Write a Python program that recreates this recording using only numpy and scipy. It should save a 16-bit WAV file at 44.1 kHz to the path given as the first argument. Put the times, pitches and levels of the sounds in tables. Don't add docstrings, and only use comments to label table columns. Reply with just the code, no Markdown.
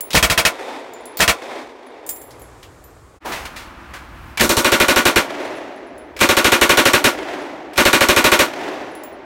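import sys
import numpy as np
from scipy import signal
from scipy.fft import rfft, irfft
from scipy.io import wavfile
from scipy.ndimage import uniform_filter1d

SR = 44100
rng = np.random.default_rng(int(sys.argv[2]) if len(sys.argv) > 2 else 0)


def store_pcm(level_fs):
    pcm = np.round(np.clip(level_fs, -1, 1) * 32767).astype(np.int16)
    wavfile.write(sys.argv[1], SR, np.atleast_2d(pcm).T)


N = 407917

# (s, level dB)
SHOTS = [(.151, -0.4), (0.2266, -.5), (.299, -3.5), (0.3764, -1.5), (.451, -0.5), (1.2042, -1), (1.278, -0.6),
         (4.4135, -4), (4.4925, -2.5), (4.5681, -3.3), (4.6453, -1.5), (4.719, -1), (4.8, 0.1), (4.8821, -1), (4.9603, -0.6), (5.053, 0), (5.1591, 0.5),
         (6.2097, 0.2), (6.289, -0.3), (6.3677, -0.6), (6.444, -0.4), (6.519, 0.7), (6.6127, 1.5), (6.693, 1.2), (6.7724, 1), (6.8538, 1), (6.9336, 1.3), (7.0418, 0),
         (7.7771, -0.1), (7.8522, 0.6), (7.9298, 0.9), (8.0074, .2), (8.086, 1), (8.1626, 0), (8.2414, 0.3), (8.3173, 1), (8.3907, .4)]
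MOVE_S = 3.197
# (Hz, dB)
BLAST_A = [(25, -17), (60, -7.5), (110, -11.5), (170, -9.5), (300, -16.5), (550, -20.5), (800, -20), (1300, -17), (2400, -7), (4500, -13.5), (8000, -17.5), (12000, -22), (15500, -26)]
BLAST_B = [(25, -10), (60, -2.5), (110, -3.5), (160, -9.5), (300, -3), (550, 1.5), (800, -10.5), (1300, -6),
           (2400, -2.3), (4500, -6), (8000, -12.5), (12000, -14), (15500, -21.5)]
# (Hz, width Hz, dB)
SHELTER_A = [(275, 23, -1.5), (341, 19, 6.5), (420, 18, -8), (470, 16, 12.5), (652, 200, 16), (912, 86, 9.5),
             (1025, 54, 10.5), (1150, 64, 10), (1310, 170, 8.5), (1422, 24, 11), (1820, 280, 7),
             (2300, 21, 9), (2580, 35, 9), (3290, 95, 6.5)]
SHELTER_B = [(177, 16, 3.5), (233.6, 39, 8), (272.5, 10, 4.5), (370.6, 83, 12), (385.7, 11.6, -20), (488, 17, -1),
             (510, 93, -3.5), (554, 12.4, 10.5), (606.8, 10.5, 13), (632, 64, -1.5), (754, 8, 13), (846, 40, -3.5),
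             (924, 115, 12.5), (940, 19, -3), (1116, 56, 9), (1078, 5.8, 7.5), (1165, 55, 5), (1390, 16, 11),
             (1464, 8.5, 15.5), (1616, 3.5, 12.5), (1800, 1900, 5), (2440, 7.2, 14), (4902, 310, -8),
             (10540, 240, -18.5)]
# (Hz, rise s, hold s, t60 s)
COURSE_A = [(70, .008, .02, .06), (280, .002, .012, .11), (700, .001, .02, .17), (2000, .0004, .02, .105), (5000, .0002, .02, .11), (11000, .0002, .027, .095)]
COURSE_B = [(69, 0.014, 0.0185, 0.079), (283, 0.0072, 0.0325, 0.087), (686, 0.0084, 0.016, 0.2), (2020, 0.0033, 0.027, 0.14), (5000, 0.00067, 0.024, 0.18), (11400, 0.00017, 0.024, 0.17)]
# (Hz, dB)
WOODS_A = [(71, -59), (120, -23), (188, -31), (250, -7.5), (407, -3.5), (917, -5), (1320, -14), (2240, -12),
           (2980, -19.5), (3580, -15.5), (3970, -20.5), (9510, -31), (15500, -44)]
WOODS_B = [(59, -50), (100, -25), (126, -21), (204, -18.5), (285, -3.5), (383, -2.5), (462, -9), (607, -2.5), (1240, -12.5),
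           (1880, -10.5), (4840, -23.5), (5840, -24.5), (15000, -41)]
# (s, level dB, t60 s, centre Hz)
HANDLING = [(2.305, -43, .15, 5000), (2.627, -39.5, 0.16, 3020), (3.245, -25, 0.91, 850), (3.29, -33, 0.26, 290), (3.315, -24.5, 0.42, 2030),
            (3.452, -27, 0.13, 2450), (3.559, -30.5, .36, 2270), (3.934, -31, .3, 1570)]
# (s, level dB, strongest partial Hz)
CASES = [(.0075, -26, 15700), (.009, -30.5, 9730), (.936, -44, 7130), (1.056, -39.5, 10090), (1.171, -29, 14800), (2.395, -50, 13200), (2.418, -45.5, 11100),
         (2.84, -47.5, 12000), (5.98, -50, 10050), (8.9512, -45, 10090), (9.0359, -38.5, 15580)]
# (Hz, dB, t60 s)
BRASS = [(7150, -4, .14), (7530, -5, .14), (9750, -5, .12), (10050, -3, .14), (10900, -7, .14), (12850, -3, .15), (15120, -4, .14), (15450, -7, .11)]
# (s, level dB)
DRY_FIRE = [(2.0644, -37), (2.091, -23.5), (2.16, -42), (2.215, -42)]
STEEL = [(7170, -10, 0.2), (7537, -22, 0.45), (8230, -6, 0.1), (8296, -19, .22), (10040, -18, 0.59), (11000, -20, 0.39), (11120, -20, .2), (11700, -15, 0.44), (12800, -14, 0.18), (13990, -28, .3), (14990, -5, .25), (15630, -28, .22)]  # (Hz, dB, t60 s)
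# (Hz, dB)
AIR_A = [(24, -28), (40, -6), (119, -5.5), (239, -23.5), (401, -14), (443, -52), (1110, -17), (2920, -34.5), (6140, -35.5),
         (7310, -32), (15000, -48)]
AIR_B = [(21, -35), (35, -2), (69, -17.5), (247, -9.5), (352, -10), (389, -22), (465, -18), (1190, -10.5), (2670, -21.5),
         (3450, -28), (15000, -52)]
# (s, air dB, wind dB)
BREEZE = [(0, -59, -64.5), (1.9, -73.5, -70), (2.4, -44.5, -51), (3.15, -49, -59), (3.3, -38.5, -46), (4.3, -41, -40.5), (4.802, -42, -70), (6.1, -67, -56.5), (9.25, -59, -61.5)]
TOP_HZ = 15850
TIME = np.arange(N) / SR
# (delay s, extra dB)
SLAPS_A = [(0.145, 7.5), (.27, -5.5)]
SLAPS_B = [(0.148, 19), (0.246, 9.8), (0.297, 5), (0.426, 5)]
EARLIER = [(-0.59,), (-.54,)]
FIRST_LONGER_S, NEXT_SHORTER_S = 0.0061, 0.001
SPREAD_S, BARK_SPREAD_DB, THUMP_SPREAD_DB = .0015, 0.5, 1.7
PAUSE_S = .3
# (delay s, level dB, rise s, hold s, t60 s)
ECHOES_A = [(0, -3.5, .03, 0.14, 0.94), (0.218, -6, 0.017, .11, 0.59), (0.424, -14.5, 0.19, 0.44, 11.6)]
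ECHOES_B = [(0, 1, 0.023, 0.023, 0.97), (.222, 4, 0.033, 0.12, 2.53), (.6, -5.5, .5, .85, 1.6)]
# (s, level dB, rattle Hz, closing Hz)
TRIGGERS = [(.105, 4, 3660, 550), (1.171, -1, 4400, 900), (4.373, 10, 2270, 1830), (6.1647, -2.5, 2350, 2260), (7.7332, -8, 2400, 2313)]
# (share of its run to the shot, level dB, rise s, t60 s)
BOLT_RUN = [(0, -28.5, 0.00056, .14), (.53, -22, .004, .13), (.85, -14, 0.0015, 0.056), (0.66, -27, 0.0081, 0.32)]
RISE_SHARE = 0.018
FLIGHT_S, FLIGHT_SPREAD_S, HARD_SHARE = 0.78, 0.097, 0.6
THUD_HZ = 211
FAR_CASE_DB, FAR_CASE_SPREAD_DB = -56, 3
FAR_CASE_HZ, FAR_CASE_DETUNE, FAR_CASE_T60_S = 10020, 0.016, .11


def undb(db):
    return 10 ** (np.asarray(db) / 20)


def unit(x):
    return x / np.sqrt(np.mean(x ** 2))


def add(out, s, x):
    i = int(s * SR)
    x, i = x[max(-i, 0):], max(i, 0)
    out[i:i + len(x)] += x[:len(out) - i]


def colour(x, points, peaks=(), size=8192):
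    f = np.maximum(np.arange(size // 2 + 1) * SR / size, 1)
    hz, db = np.transpose(points)
    cepstrum = irfft(np.log(undb(np.interp(np.log(f), np.log(hz), db) + bells(f, peaks))))
    cepstrum[1:size // 2] *= 2
    cepstrum[size // 2 + 1:] = 0
    return signal.fftconvolve(x, irfft(np.exp(rfft(cepstrum))))[:len(x)]


def bands(x, centres):
    f = np.maximum(np.arange(len(x) // 2 + 1) * SR / len(x), 1)
    spectrum = rfft(x)
    return np.array([irfft(spectrum * np.interp(np.log(f), np.log(centres), w), len(x)) for w in np.eye(len(centres))])


def swell(t, rise, hold, t60):
    return np.minimum(t / max(rise, 1e-5), 1) * undb(-60 * np.maximum(t - hold, 0) / t60)


def reflections(course, t, comb):
    centres = [row[0] for row in course]
    grip = np.interp(np.fft.rfftfreq(len(t), 1 / SR), [1600, 2600], [1, 0])
    noise = irfft(rfft(rng.standard_normal(len(t))) * comb)
    for _ in range(6):
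        cluster = np.sum(bands(noise, centres) * envelopes(course, t), axis=0)
        excess = uniform_filter1d(abs(rfft(cluster)) ** 2, size=5) / uniform_filter1d(comb ** 2, size=5) / len(t)
        noise = irfft(rfft(noise) / np.sqrt(excess) ** grip)
    return noise


def blasts(shots, course, tone, shelter, level_db, fresh_hz, fresh_share, crack, size=8192):
    t = np.arange(size) / SR
    f = np.arange(size // 2 + 1) * SR / size
    centres = [row[0] for row in course]
    comb = undb(bells(f, shelter))
    fresh = np.clip(fresh_share + f ** 2 / (f ** 2 + fresh_hz ** 2), 0, 1)
    same = rfft(reflections(course, t, comb)) * np.sqrt(1 - fresh)
    direct = 1 + crack * np.exp(-t / 0.002)
    out = np.zeros(N)
    for s, db, longer, bark_db, thump_db in shots:
        noise = irfft(same + rfft(rng.standard_normal(size)) * comb * np.sqrt(fresh))
        shot = direct * np.sum(bands(noise, centres) * envelopes(course, t, longer), axis=0)
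        shot = colour(shot, tone, [(2300, 3000, bark_db), (70, 170, thump_db)])
        add(out, s, undb(db + level_db) * shot / np.std(shot[:SR // 45]))
    return out


def woods(shots, echoes, slaps, tone, level_db, damping_db, patchy_db, steady):
    t = np.arange(2 * SR) / SR
    roll = np.sqrt(sum((undb(db) * swell(np.maximum(t - delay, 0), rise, hold, t60)) ** 2 for delay, db, rise, hold, t60 in echoes))
    centres = np.array([300, 1000, 3000, 9000])
    clumps = unit(uniform_filter1d(rng.standard_normal(len(t)), size=400))
    course = patchy_db * clumps + sum(d * np.exp(-((t - lag) / 0.0055) ** 2) for lag, d in slaps)
    shapes = roll * undb(course - damping_db * t * np.sqrt(centres[:, None] / 1000))
    trunks = rng.standard_normal(len(t))
    out = np.zeros(N)
    for start, *_ in shots:
        scatter = steady * trunks + rng.standard_normal(len(t))
        add(out, start, np.sum(bands(scatter, centres) * shapes, axis=0))
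    return undb(level_db) * unit(colour(out, tone))


def clacks(table, low_db, high_db, peak_db=7):
    t = np.arange(SR // 2) / SR
    out = np.zeros(N)
    for s, db, rise, t60, hz in table:
        slopes = [(hz / 10, low_db), (hz / 2, -3), (hz, 0), (hz * 10, high_db)]
        body = unit(colour(rng.standard_normal(len(t)), slopes, [(hz, 0.082 * hz, peak_db)]))
        add(out, s, undb(db) * body * swell(t, rise, rise, t60))
    return out


def ping(modes, tick_db, tick_t60, detune=0.0025):
    t = np.arange(SR // 2) / SR
    ring = sum(undb(db) * np.sin(2 * np.pi * hz * (1 + detune * rng.standard_normal()) * t) * undb(-60 * t / t60) for hz, db, t60 in modes)
    tick = unit(colour(rng.standard_normal(len(t)), [(800, -14), (4000, -13.5), (9000, -6), (15000, -5)]))
    return ring / np.std(ring[:SR // 100]) + undb(tick_db) * tick * undb(-60 * t / tick_t60)


def metal(others_db=-11, scatter_db=3, ring_t60=0.21):
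    out = np.zeros(N)
    for s, db, strongest_hz in CASES:
        others = [(hz, d + others_db + scatter_db * rng.standard_normal(), t60) for hz, d, t60 in BRASS]
        add(out, s, undb(db) * ping([(strongest_hz, 0, ring_t60)] + others, tick_db=7, tick_t60=0.022, detune=0.0034))
    for s, db, hz in far_cases():
        add(out, s, undb(db) * ping([(hz, 0, FAR_CASE_T60_S)], tick_db=3, tick_t60=.012))
    for s, db in DRY_FIRE:
        add(out, s, undb(db) * ping(STEEL, tick_db=2.5, tick_t60=0.11))
    return out


def outdoors(first):
    s, air_db, wind_db = np.transpose(BREEZE)
    waver = unit(uniform_filter1d(uniform_filter1d(rng.standard_normal(N), size=3000), size=3000))
    air = np.where(first, unit(colour(rng.standard_normal(N), AIR_A)), unit(colour(rng.standard_normal(N), AIR_B)))
    wind = unit(colour(rng.standard_normal(N), [(20, -23.0), (60, 14.5), (110, 0), (250, -23), (1000, -36.5)]))
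    return air * undb(np.interp(TIME, s, air_db) + 0.23 * waver) + wind * undb(np.interp(TIME, s, wind_db) + 2.8 * waver)


def envelopes(course, t, longer=0):
    return np.array([unit(swell(t, rise, hold + longer, t60)) for _, rise, hold, t60 in course])


def bells(f, peaks):
    return sum(db / (1 + (2 * (f - hz) / width) ** 2) for hz, width, db in peaks)


def rounds(shots, dull_db, boom_db, count=3):
    s, db = np.transpose(shots)
    length, bark, thump = rng.standard_normal((len(s), 3)).T
    leads = np.diff(s, prepend=-np.inf) > PAUSE_S
    opening = np.arange(len(s)) < count
    longer = np.where(leads, FIRST_LONGER_S, -NEXT_SHORTER_S) + SPREAD_S * length
    return np.column_stack([s, db, longer, dull_db * opening + BARK_SPREAD_DB * bark, boom_db * opening + THUMP_SPREAD_DB * thump])


def bolt():
    contacts = []
    for s, db, rattle_hz, closing_hz in TRIGGERS:
        run = min(shot for shot, _ in SHOTS if shot > s) - s
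        for (share, contact_db, rise, t60), hz in zip(BOLT_RUN, (rattle_hz, rattle_hz, closing_hz, THUD_HZ)):
            contacts.append((s + share * run, db + contact_db, rise, t60, hz))
    return clacks(contacts, low_db=-11, high_db=-23.5)


def handling():
    return clacks([(s, db, RISE_SHARE * t60, t60, hz) for s, db, t60, hz in HANDLING], low_db=-11.0, high_db=-25.5, peak_db=3.5)


def far_cases():
    chance = rng.standard_normal((len(SHOTS), 3))
    hard = rng.random(len(SHOTS)) < HARD_SHARE
    return [(s + FLIGHT_S + FLIGHT_SPREAD_S * late, FAR_CASE_DB + FAR_CASE_SPREAD_DB * loud, FAR_CASE_HZ * (1 + FAR_CASE_DETUNE * sharp))
            for (s, _), (late, loud, sharp), heard in zip(SHOTS, chance, hard) if heard]


def ducking(blast, depth_db, threshold_db=-28, release_s=0.035):
    keep = np.exp(-1 / (release_s * SR))
    load = abs(signal.lfilter([1 - keep], [1, -keep], blast ** 2))
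    return undb(-depth_db * load / (load + undb(threshold_db) ** 2))


def scene():
    first = TIME < MOVE_S
    early = [row for row in SHOTS if row[0] < MOVE_S]
    late = [row for row in SHOTS if row[0] > MOVE_S]
    a = blasts(rounds(early, dull_db=-2.0, boom_db=7.5), COURSE_A, BLAST_A, SHELTER_A, level_db=-9.0, fresh_hz=6000, fresh_share=0.23, crack=0.47)
    a += ducking(a, depth_db=10.5) * woods(EARLIER + early, ECHOES_A, SLAPS_A, WOODS_A, level_db=-35, damping_db=7.5, patchy_db=2.0, steady=1.0)
    b = blasts(rounds(late, dull_db=-8.0, boom_db=4.0), COURSE_B, BLAST_B, SHELTER_B, level_db=-9.0, fresh_hz=5500, fresh_share=0.24, crack=1.0)
    b += ducking(b, depth_db=4.0) * woods(late, ECHOES_B, SLAPS_B, WOODS_B, level_db=-29.0, damping_db=9.5, patchy_db=1.0, steady=0.98)
    fade = np.clip((abs(TIME - MOVE_S) - .006) / .026, .01, 1)
    return np.tile(fade * (a * first + b + outdoors(first) + bolt() + handling() + metal()), (2, 1))


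def record(dry):
    rounded = dry / (1 + dry ** 4) ** .25
    return signal.sosfilt(signal.ellip(10, .2, 70, TOP_HZ, fs=SR, output="sos"), rounded)


dry = scene()
out = record(dry)
store_pcm(out)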